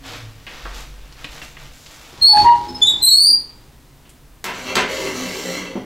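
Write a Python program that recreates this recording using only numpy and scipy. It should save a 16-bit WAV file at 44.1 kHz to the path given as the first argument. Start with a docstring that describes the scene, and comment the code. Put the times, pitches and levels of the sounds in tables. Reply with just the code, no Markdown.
"""Slippers shuffle across a tiled kitchen, clothes swishing, the floor booming softly underneath.
At 2 s the door of a gas oven is pulled down: the sheet metal rumbles while the dry hinges stick
and slip in loud squeals and a groan that sets the door spring ringing. At 4.4 s a metal cake pan
lands on the wire rack, clatters over it and is scraped to the back, where a last jolt booms in
the oven's walls. A limiter holds the loud squeals down."""
import sys
import numpy as np
from scipy import signal
from scipy.fft import rfft, irfft, next_fast_len
from scipy.io import wavfile
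from scipy.ndimage import uniform_filter1d, minimum_filter1d, map_coordinates

SR = 44100
rng = np.random.default_rng(int(sys.argv[2]) if len(sys.argv) > 2 else 0)


def digitize_waveform(pressure):
    """Quantize a signal to 16-bit integers and store it at the path in sys.argv[1].

    Rows of a 2-D input are taken as channels; values are limited to [-1, 1].
    """
    field = np.atleast_2d(pressure).T
    bounded = np.clip(field, -1, 1)
    quanta = np.round(bounded * 32767).astype(np.int16)
    wavfile.write(sys.argv[1], SR, quanta)


N = 258381
TIME = np.arange(N) / SR

# Table levels are relative; each layer sets its own gain. A length runs from onset to release.
# the kitchen's hush: f/Hz, level/dB
HUSH_EQ = [(20, -16), (50, -11), (100, -24), (140, -13), (175, -28), (270, -23.5), (420, -31),
           (2000, -38.5), (8900, -45), (16000, -46.5)]
# reverb decay off the tiles: f/Hz, t60/s
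ROOM_DECAY = [(100, .5), (900, .36), (4300, .37), (16000, .26)]

# dull floor booms under the steps: t/s, f/Hz, level/dB, rise/s, t60/s
FLOOR_BOOMS = [(0, 273, -46, 0.027, 1.4), (.031, 105.8, -42, 0.074, 1.2), (.19, 109, -33, .062, .5),
               (0.622, 45.15, -29.5, 0.026, 1.2), (0.849, 46.2, -40, 0.079, 2),
               (1.245, 290, -39.5, 0.0032, 0.18)]
# strides and turns of the body: t/s, length/s, shuffle level/dB, swish level/dB
STRIDES = [(0.013, 0.15, -37, -44), (0.463, 0.25, -42.5, -51.5), (0.703, 0.1, -40.5, -42.5),
           (1.142, 0.12, -46, -52), (1.272, 0.097, -42.5, -44.5), (1.384, 0.044, -41.5, -42.5),
           (1.55, 0.1, -47, -51), (1.691, 0.19, -55, -48.5), (1.86, 0.25, -47.5, -48.5)]
# slipper taps and handling ticks: t/s, level/dB, centre f/Hz, decay time/s
TICKS = [(0.467, -31.5, 2250, 0.038), (0.654, -28, 1260, 0.023), (1.124, -36.5, 4120, 0.0058),
         (1.244, -24.5, 2740, 0.007), (1.2477, -23, 2650, 0.0029), (1.417, -30, 2350, 0.014),
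         (1.569, -33, 1960, 0.008), (1.862, -35.5, 3900, 0.011), (4.053, -49, 2520, 0.044),
         (4.093, -44, 7960, 0.013)]
# tone of soles on tile, swishing clothes and the rumbling floor: f/Hz, level/dB
SHUFFLE_EQ = [(100, -28), (250, 0.5), (360, -6.5), (500, -2), (1570, -2), (3500, -4), (6000, -11),
              (9000, -49)]
SWISH_EQ = [(1760, -30.5), (3000, -9), (7500, -7), (8700, -16), (14000, -16.5), (16000, -30)]
FOOTFALL_EQ = [(25, 6.5), (55, 0), (90, -12.5), (140, -6), (220, -24), (500, -50)]

# modes of the oven's sheet-metal walls: f/Hz, level/dB, t60/s
WALL_MODES = [(182.2, -9.5, .55), (254.6, -0.5, 0.55), (347, 1, 0.13), (414, -12, 0.333)]
# jolts from door and pan: t/s, level/dB, rise/s
WALL_JOLTS = [(2.665, -35, 0.046), (3.289, -43, .02), (5.746, -28, 0.011)]
# wall drone under the sliding pan: t/s, lowest mode level/dB, second mode level/dB
WALL_DRONE = [(4.46, -46, -59), (4.474, -42, -48), (4.682, -50, -39), (4.78, -38.5, -31), (4.934, -48, -52),
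              (5.24, -42, -26.5), (5.28, -30, -41), (5.372, -50.5, -42), (5.496, -30, -35),
              (5.592, -42, -45), (5.622, -32, -46), (5.73, -48, -42)]

# the door's long swing and early judder: t/s, attack/s, length/s, t60/s, rumble/dB, rubbing/dB
DOOR_MOVES = [(2.049, 0.18, 0.93, 2.4, -40.5, -46), (2.324, .08, 0.098, 0.25, -28.5, -33.5)]
# tone of the door panels and the rubbing hinge arms: f/Hz, level/dB
PANEL_EQ = [(35, -7.5), (70, -1), (120, -5.5), (240, -7), (350, -4), (530, -11.5), (700, -20.5),
            (1200, -46)]
RUBBING_EQ = [(400, -20), (700, -3), (930, 6), (1200, -4.5), (2700, -8.5), (4000, -4), (7000, -14),
              (10000, -23.5), (16000, -31.5)]

# ringing modes of pan and rack: f/Hz, level/dB, t60/s
PAN_MODES = [(425, 0, 0.36), (527, 1.5, 1), (653, 2, 0.63), (1133, -3.5, 0.47), (1389, -30, 0.26),
             (1420, -2, 1), (1850, -11, 0.42), (1982, 9.5, 0.2), (2283, -6, 0.36), (2770, 6, 0.076),
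             (2670, 6, 0.27), (3230, -22, 0.091), (3470, -3, 0.15), (4380, -6, 0.26), (5870, 1, 0.088)]
# pushes that slide the pan: t/s, length/s, grind level/dB, grit level/dB
PAN_PUSHES = [(4.5, 0.15, -35.5, -41), (4.635, 0.042, -25, -36.5), (4.862, .22, -26, -32.5),
              (5.107, 0.43, -30, -33.5), (5.522, 0.044, -29.5, -38.5)]
# blows of the pan on the rack: t/s, level/dB, rattle decay time/s, low-pass f/Hz
PAN_KNOCKS = [(4.442, -22, 0.0071, 14000), (4.452, -26, 0.092, 3000), (4.751, -30, 0.011, 9000),
              (4.7548, -12, 0.0056, 9200), (4.767, -13, 0.038, 2570), (5.754, -23.5, 0.024, 340)]
# tone of the scrape's body, its gritty top and the rack's clank: f/Hz, level/dB
GRIND_EQ = [(150, -17.5), (260, -2.5), (530, -0.5), (900, -5.5), (1400, -4.5), (1900, -3), (3000, -7.5),
            (6000, -30), (9000, -53)]
GRIT_EQ = [(2350, -36), (4000, -2), (5070, -8), (5900, -6.5), (7500, -6.5), (8850, -17.5), (12800, -18),
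           (16000, -23)]
CLANK_EQ = [(60, -50), (110, -16.5), (244, -6.5), (930, -4.5), (2500, -4), (3700, -7.5), (7700, -11),
            (8700, -21.5), (13000, -19), (16000, -22)]

# low, groaning hinge slips: t/s, length/s, start f/Hz, end f/Hz, level/dB
GROANS = [(2.271, 0.063, 847, 869, -26.5), (2.317, 0.093, 840.5, 839.2, -8.5),
          (2.433, .094, 942, 951.5, -3.5)]
# high, squealing hinge slips: t/s, length/s, start f/Hz, end f/Hz, level/dB, second harmonic/dB
SQUEALS = [(2.21, .062, 4200, 4290, -7.5, -23), (2.258, .07, 4390, 4437, -4, -25),
           (2.369, .048, 4416, 4440, -14.5, -26.5), (2.678, .018, 5190, 5210, -33, -37.5),
           (2.739, .022, 5165, 5165, -28, -29), (2.813, .026, 3471, 3480, -5, -22),
           (2.835, .062, 3588, 3527, -15, -16.5), (2.86, .038, 3860, 3764, -11.5, -19.5),
           (3.008, .018, 4130, 4150, -17, -20), (3.02, .036, 3973, 4105, -6, -1),
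           (3.06, .03, 4270, 4220, -8, -12.5), (3.079, .026, 3870, 3998, -4.5, -6.5),
           (3.102, .058, 4335, 4308, -1, -18), (3.157, .094, 4360, 4573, -7, -13.5),
           (3.256, 0.074, 4776, 4768, -9, -16.5)]


def amp(db):
    """Decibels to gain."""
    return 10 ** (np.asarray(db) / 20)


def unit(x):
    """Scales to rms 1."""
    return x / np.sqrt(np.mean(x ** 2) + 1e-20)


def match_energy(x, reference):
    """Scales x to the energy of the reference."""
    return x * np.linalg.norm(reference) / np.linalg.norm(x)


def curve_at(points, hz):
    """Reads a curve on a log-frequency axis."""
    point_hz, values = np.transpose(points)
    return np.interp(np.log(hz + 1), np.log(point_hz + 1), values)


def add(mix, start, sound):
    """Mixes a sound in at a start time in seconds."""
    part = mix[max(round(start * SR), 0):][:len(sound)]
    part += sound[:len(part)]


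def colour(x, eq):
    """Shapes a signal with an EQ curve, at rms 1."""
    size = next_fast_len(len(x))
    gain = amp(curve_at(eq, np.fft.rfftfreq(size, 1 / SR)))
    return unit(irfft(rfft(x, size) * gain, size)[:len(x)])


def noise(eq, size=N):
    """Noise shaped by an EQ curve, at rms 1."""
    return colour(rng.standard_normal(size), eq)


def drift(size, hz):
    """Bounded random modulation that turns about hz times a second."""
    points = np.clip(rng.standard_normal(4096), -2, 2)
    return np.interp(np.arange(size) * hz / SR, np.arange(4096), points)


def envelope(t, attack, length, t60):
    """Swells over the attack, holds until length, then dies away."""
    swell = np.sin(np.pi / 2 * np.clip(t / attack, 0, 1)) ** 2
    return swell * amp(-60 * np.maximum(t - length, 0) / t60)


def strokes(rows, layer, attack, t60):
    """Gain curve of overlapping strokes, adding in power; layer picks the level column."""
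    gains = (amp(levels[layer]) * envelope(TIME - start, attack, length, t60)
             for start, length, *levels in rows)
    return np.sqrt(sum(gain ** 2 for gain in gains))


def friction(per_s, spread_db, hiss):
    """Tiny slips of uneven size over a smooth hiss."""
    slips = (rng.random(N) < per_s / SR) * amp(spread_db * np.minimum(rng.exponential(1, N), 4))
    crackle = unit(slips * rng.choice([-1, 1], N))
    return unit(crackle + hiss * rng.standard_normal(N))


def ring(x, modes):
    """Rings a set of damped modes; keeps the energy."""
    t = np.arange(SR) / SR
    response = sum(amp(db - 60 * t / t60) / np.sqrt(t60) * np.sin(2 * np.pi * (hz * t + rng.random()))
                   for hz, db, t60 in modes)
    return match_energy(signal.fftconvolve(x, response)[:N], x)


def low_mode(hz, size, waver=0.019):
    """A low, slightly wavering tone at rms 1."""
    pitch = hz * (1 + waver * drift(size, 50))
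    return unit(np.sin(2 * np.pi * np.cumsum(pitch) / SR))


def boom(hz, db, rise, t60):
    """A single low mode that swells and dies away."""
    t = np.arange(2 * SR) / SR
    return amp(db) * low_mode(hz, len(t)) * envelope(t, rise, rise, t60)


def kitchen(x, direct_db, size=30000, predelay_s=.003):
    """Direct sound plus dense echoes off the tiles, each band dying at its own speed."""
    taps = rng.standard_normal(size) * (rng.random(size) < .12) * (np.arange(size) > predelay_s * SR)
    hz, t, bands = signal.stft(taps, SR, nperseg=256)
    decay = amp(-60 * t / curve_at(ROOM_DECAY, hz)[:, None])
    response = signal.istft(bands * decay, SR, nperseg=256)[1]
    response /= np.linalg.norm(response)
    response[0] += amp(direct_db)
    return match_energy(signal.oaconvolve(x, response)[:N], x)


def room_tone(db):
    """The kitchen's steady, bass-heavy hush."""
    return amp(db) * noise(HUSH_EQ)


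def floor():
    """The floor booms under the steps."""
    out = np.zeros(N)
    for start, *mode in FLOOR_BOOMS:
        add(out, start, boom(*mode))
    return out


def ticks():
    """Slipper taps and small handling contacts, each a short burst of noise."""
    out, t = np.zeros(N), np.arange(SR // 4) / SR
    for start, db, hz, decay in TICKS:
        eq = [(hz / 12, -7), (hz * .6, -7), (hz, 0), (hz * 1.25, -1), (hz * 1.8, -12), (hz * 5, -42)]
        add(out, start, amp(db) * noise(eq, len(t)) * np.exp(-t / decay))
    return kitchen(out, direct_db=4.5)


def walk(attack=0.066, t60=.42):
    """Slippers shuffle on tile and clothes swish, over a faint bed of rustle and floor rumble."""
    bed = amp(-53) * envelope(TIME + attack, attack, length=1.8, t60=t60)
    shuffle = amp(2.04) * np.hypot(bed, strokes(STRIDES, 0, attack, t60))
    swish = amp(-0.5) * np.hypot(amp(-5) * bed, strokes(STRIDES, 1, attack, t60))
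    slippers = shuffle * colour(friction(per_s=1500, spread_db=2.6, hiss=1.0), SHUFFLE_EQ)
    clothes = swish * colour(friction(per_s=810, spread_db=1.7, hiss=0.48), SWISH_EQ)
    rumble = amp(8) * bed * noise(FOOTFALL_EQ)
    return kitchen(slippers + clothes, direct_db=5.5) + rumble


def oven_walls(drone_trim_db=-2):
    """Jolts ring all the wall modes; the sliding pan keeps the lowest two droning."""
    out = np.zeros(N)
    for start, jolt_db, rise in WALL_JOLTS:
        for hz, db, t60 in WALL_MODES:
            add(out, start, boom(hz, jolt_db + db, rise, t60))
    times, *mode_levels = np.transpose(WALL_DRONE)
    sliding = envelope(TIME - times[0], attack=0.06, length=times[-1] - times[0], t60=0.51)
    for (hz, _, _), levels in zip(WALL_MODES, mode_levels):
        fader = amp(drone_trim_db + np.interp(TIME, times, levels))
        out += sliding * fader * low_mode(hz, N, waver=0.027)
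    return out


def door():
    """The hinge arms rub and shake the door's panels."""
    rumble, rubbing = np.zeros((2, N))
    for start, attack, length, t60, rumble_db, rubbing_db in DOOR_MOVES:
        speed = envelope(TIME - start, attack, length, t60)
        rumble += amp(rumble_db) * speed
        rubbing += amp(rubbing_db) * speed
    panels = rumble * colour(friction(per_s=270, spread_db=2.6, hiss=1.0), PANEL_EQ)
    arms = rubbing * colour(friction(per_s=900, spread_db=1.5, hiss=0.4), RUBBING_EQ)
    return kitchen(panels + amp(5.5) * arms, direct_db=6.5)


def wander(x, depth_db, patch_hz=130, patch_s=0.098):
    """The point of contact travels, so resonances swell and fade in turn."""
    hz, t, bands = signal.stft(x, SR, nperseg=1024, noverlap=768)
    grid = np.meshgrid(hz / patch_hz, t / patch_s, indexing="ij")
    patches = map_coordinates(rng.standard_normal((400, 200)), grid, order=1, mode="wrap")
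    out = signal.istft(bands * amp(depth_db * patches), SR, nperseg=1024, noverlap=768)[1][:N]
    return match_energy(out, x)


def pan_slide(attack=0.06, t60_scale=0.1):
    """The pan's base grinds over the wires, ringing the metal above a low rumble."""
    grind_gain = strokes(PAN_PUSHES, 0, attack, t60=0.95)
    grit_gain = strokes(PAN_PUSHES, 1, attack, t60=0.51)
    slips = friction(per_s=800, spread_db=2.5, hiss=0.73)
    damped_modes = [(hz, db, t60 * t60_scale) for hz, db, t60 in PAN_MODES]  # muted by hand and wires
    grind = amp(0.24) * grind_gain * colour(slips, GRIND_EQ)
    ringing = amp(-3) * ring(grind_gain * slips, damped_modes)
    grit = grit_gain * colour(friction(per_s=1200, spread_db=0.94, hiss=0.98), GRIT_EQ)
    rumble = grind_gain * noise([(30, -14), (70, -0.5), (190, -0.5), (330, -1.5), (900, -53)])
    scrape = wander(grind + ringing + grit, depth_db=3.5)
    return kitchen(scrape, direct_db=5) + amp(-15) * rumble


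def pan_knocks():
    """Each blow makes the loose rack chatter briefly and rings the metal."""
    blows, t = np.zeros(N), np.arange(SR // 3) / SR
    for start, db, decay, corner_hz in PAN_KNOCKS:
        lowpass = signal.butter(2, corner_hz, fs=SR)
        chatter = unit(signal.lfilter(*lowpass, noise(CLANK_EQ, len(t))))
        crack = np.diff(chatter, prepend=0) * np.exp(-t / 0.013)  # the first contact is the brightest
        add(blows, start, amp(db) * (chatter + 1.38 * crack) * np.exp(-t / decay))
    ringing = amp(-19) * ring(blows, PAN_MODES)
    return amp(2) * kitchen(blows + ringing, direct_db=0)


def stick_slip(length, start_hz, end_hz, second_db, attack, t60, fall_db, jitter, rasp_db):
    """Steel catches and slips on steel: an unsteady gliding tone whose harmonics flicker."""
    flicker_hz, flutter_db, dull_hz = 330, 1.64, 14500
    t = np.arange(SR // 3) / SR
    hz = np.interp(t, [0, length], [start_hz, end_hz]) * (1 + jitter * drift(len(t), flicker_hz))
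    phase = 2 * np.pi * np.cumsum(hz) / SR
    tone = np.sin(phase)
    for k in range(2, 5):
        rolloff = 1 / (1 + (k * hz / dull_hz) ** 10)  # dulls the harmonics above about 14.5 kHz
        harmonic_db = second_db - fall_db * (k - 2) + rasp_db * drift(len(t), flicker_hz)
        tone += rolloff * amp(harmonic_db) * np.sin(k * phase)
    flutter = amp(flutter_db * drift(len(t), flicker_hz))
    return unit(tone) * flutter * envelope(t, attack, length, t60)


def hinges(pulse_depth=0.029, pulse_knee_db=-35, spring_hz=836, spring_t60=1.3, spring_db=-27.5):
    """Each squeal beats against its own echoes; the groan pulses the squeal and rings the spring."""
    squeals, groans = np.zeros((2, N))
    for start, length, start_hz, end_hz, db, second_db in SQUEALS:
        tone = stick_slip(length, start_hz, end_hz, second_db,
                          attack=.019, t60=0.071, fall_db=9, jitter=0.0059, rasp_db=4.5)
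        add(squeals, start, amp(db) * kitchen(tone, direct_db=4))
    for start, length, start_hz, end_hz, db in GROANS:
        tone = stick_slip(length, start_hz, end_hz, second_db=-31,
                          attack=.044, t60=.15, fall_db=6, jitter=0.0073, rasp_db=9.5)
        add(groans, start, amp(db) * kitchen(tone, direct_db=10.5))
    pulse = 1 + pulse_depth * np.tanh(groans / amp(pulse_knee_db))
    creak = groans + squeals * pulse
    spring = amp(spring_db) * ring(creak, [(spring_hz, 0, spring_t60)])
    return creak + spring


def scene():
    """All the action sits dead centre; only the room tone has a little stereo width."""
    hush, side = room_tone(db=-47), room_tone(db=-63)
    footsteps = floor() + ticks() + walk()
    oven = oven_walls() + door() + pan_slide() + pan_knocks() + hinges()
    mid = hush + footsteps + oven
    return np.array([mid + side, mid - side])


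def record(dry, ceiling_db=-2.0, release_db_per_s=90, drive=0.3, lopsided=.04, cutoff_hz=15850):
    """A peak limiter with fast attack and slow release, mild lopsided overload, then a low-pass."""
    over_db = np.maximum(20 * np.log10(abs(dry).max(0) + 1e-9) - ceiling_db, 0)
    release_db = release_db_per_s * TIME
    reduction_db = np.maximum.accumulate(over_db + release_db) - release_db
    gain_db = uniform_filter1d(minimum_filter1d(-reduction_db, size=100), size=100)
    limited = dry * amp(gain_db)
    # a faint squared term makes the overload lopsided
    side_tones = signal.lfilter(*signal.butter(2, 40, "high", fs=SR), limited ** 2)
    saturated = np.tanh(drive * limited) / drive + lopsided * side_tones
    lowpass = signal.firwin(511, cutoff_hz, window=("kaiser", 9), fs=SR)
    return signal.oaconvolve(saturated, lowpass[None], "same")


dry = scene()
out = record(dry)
digitize_waveform(out)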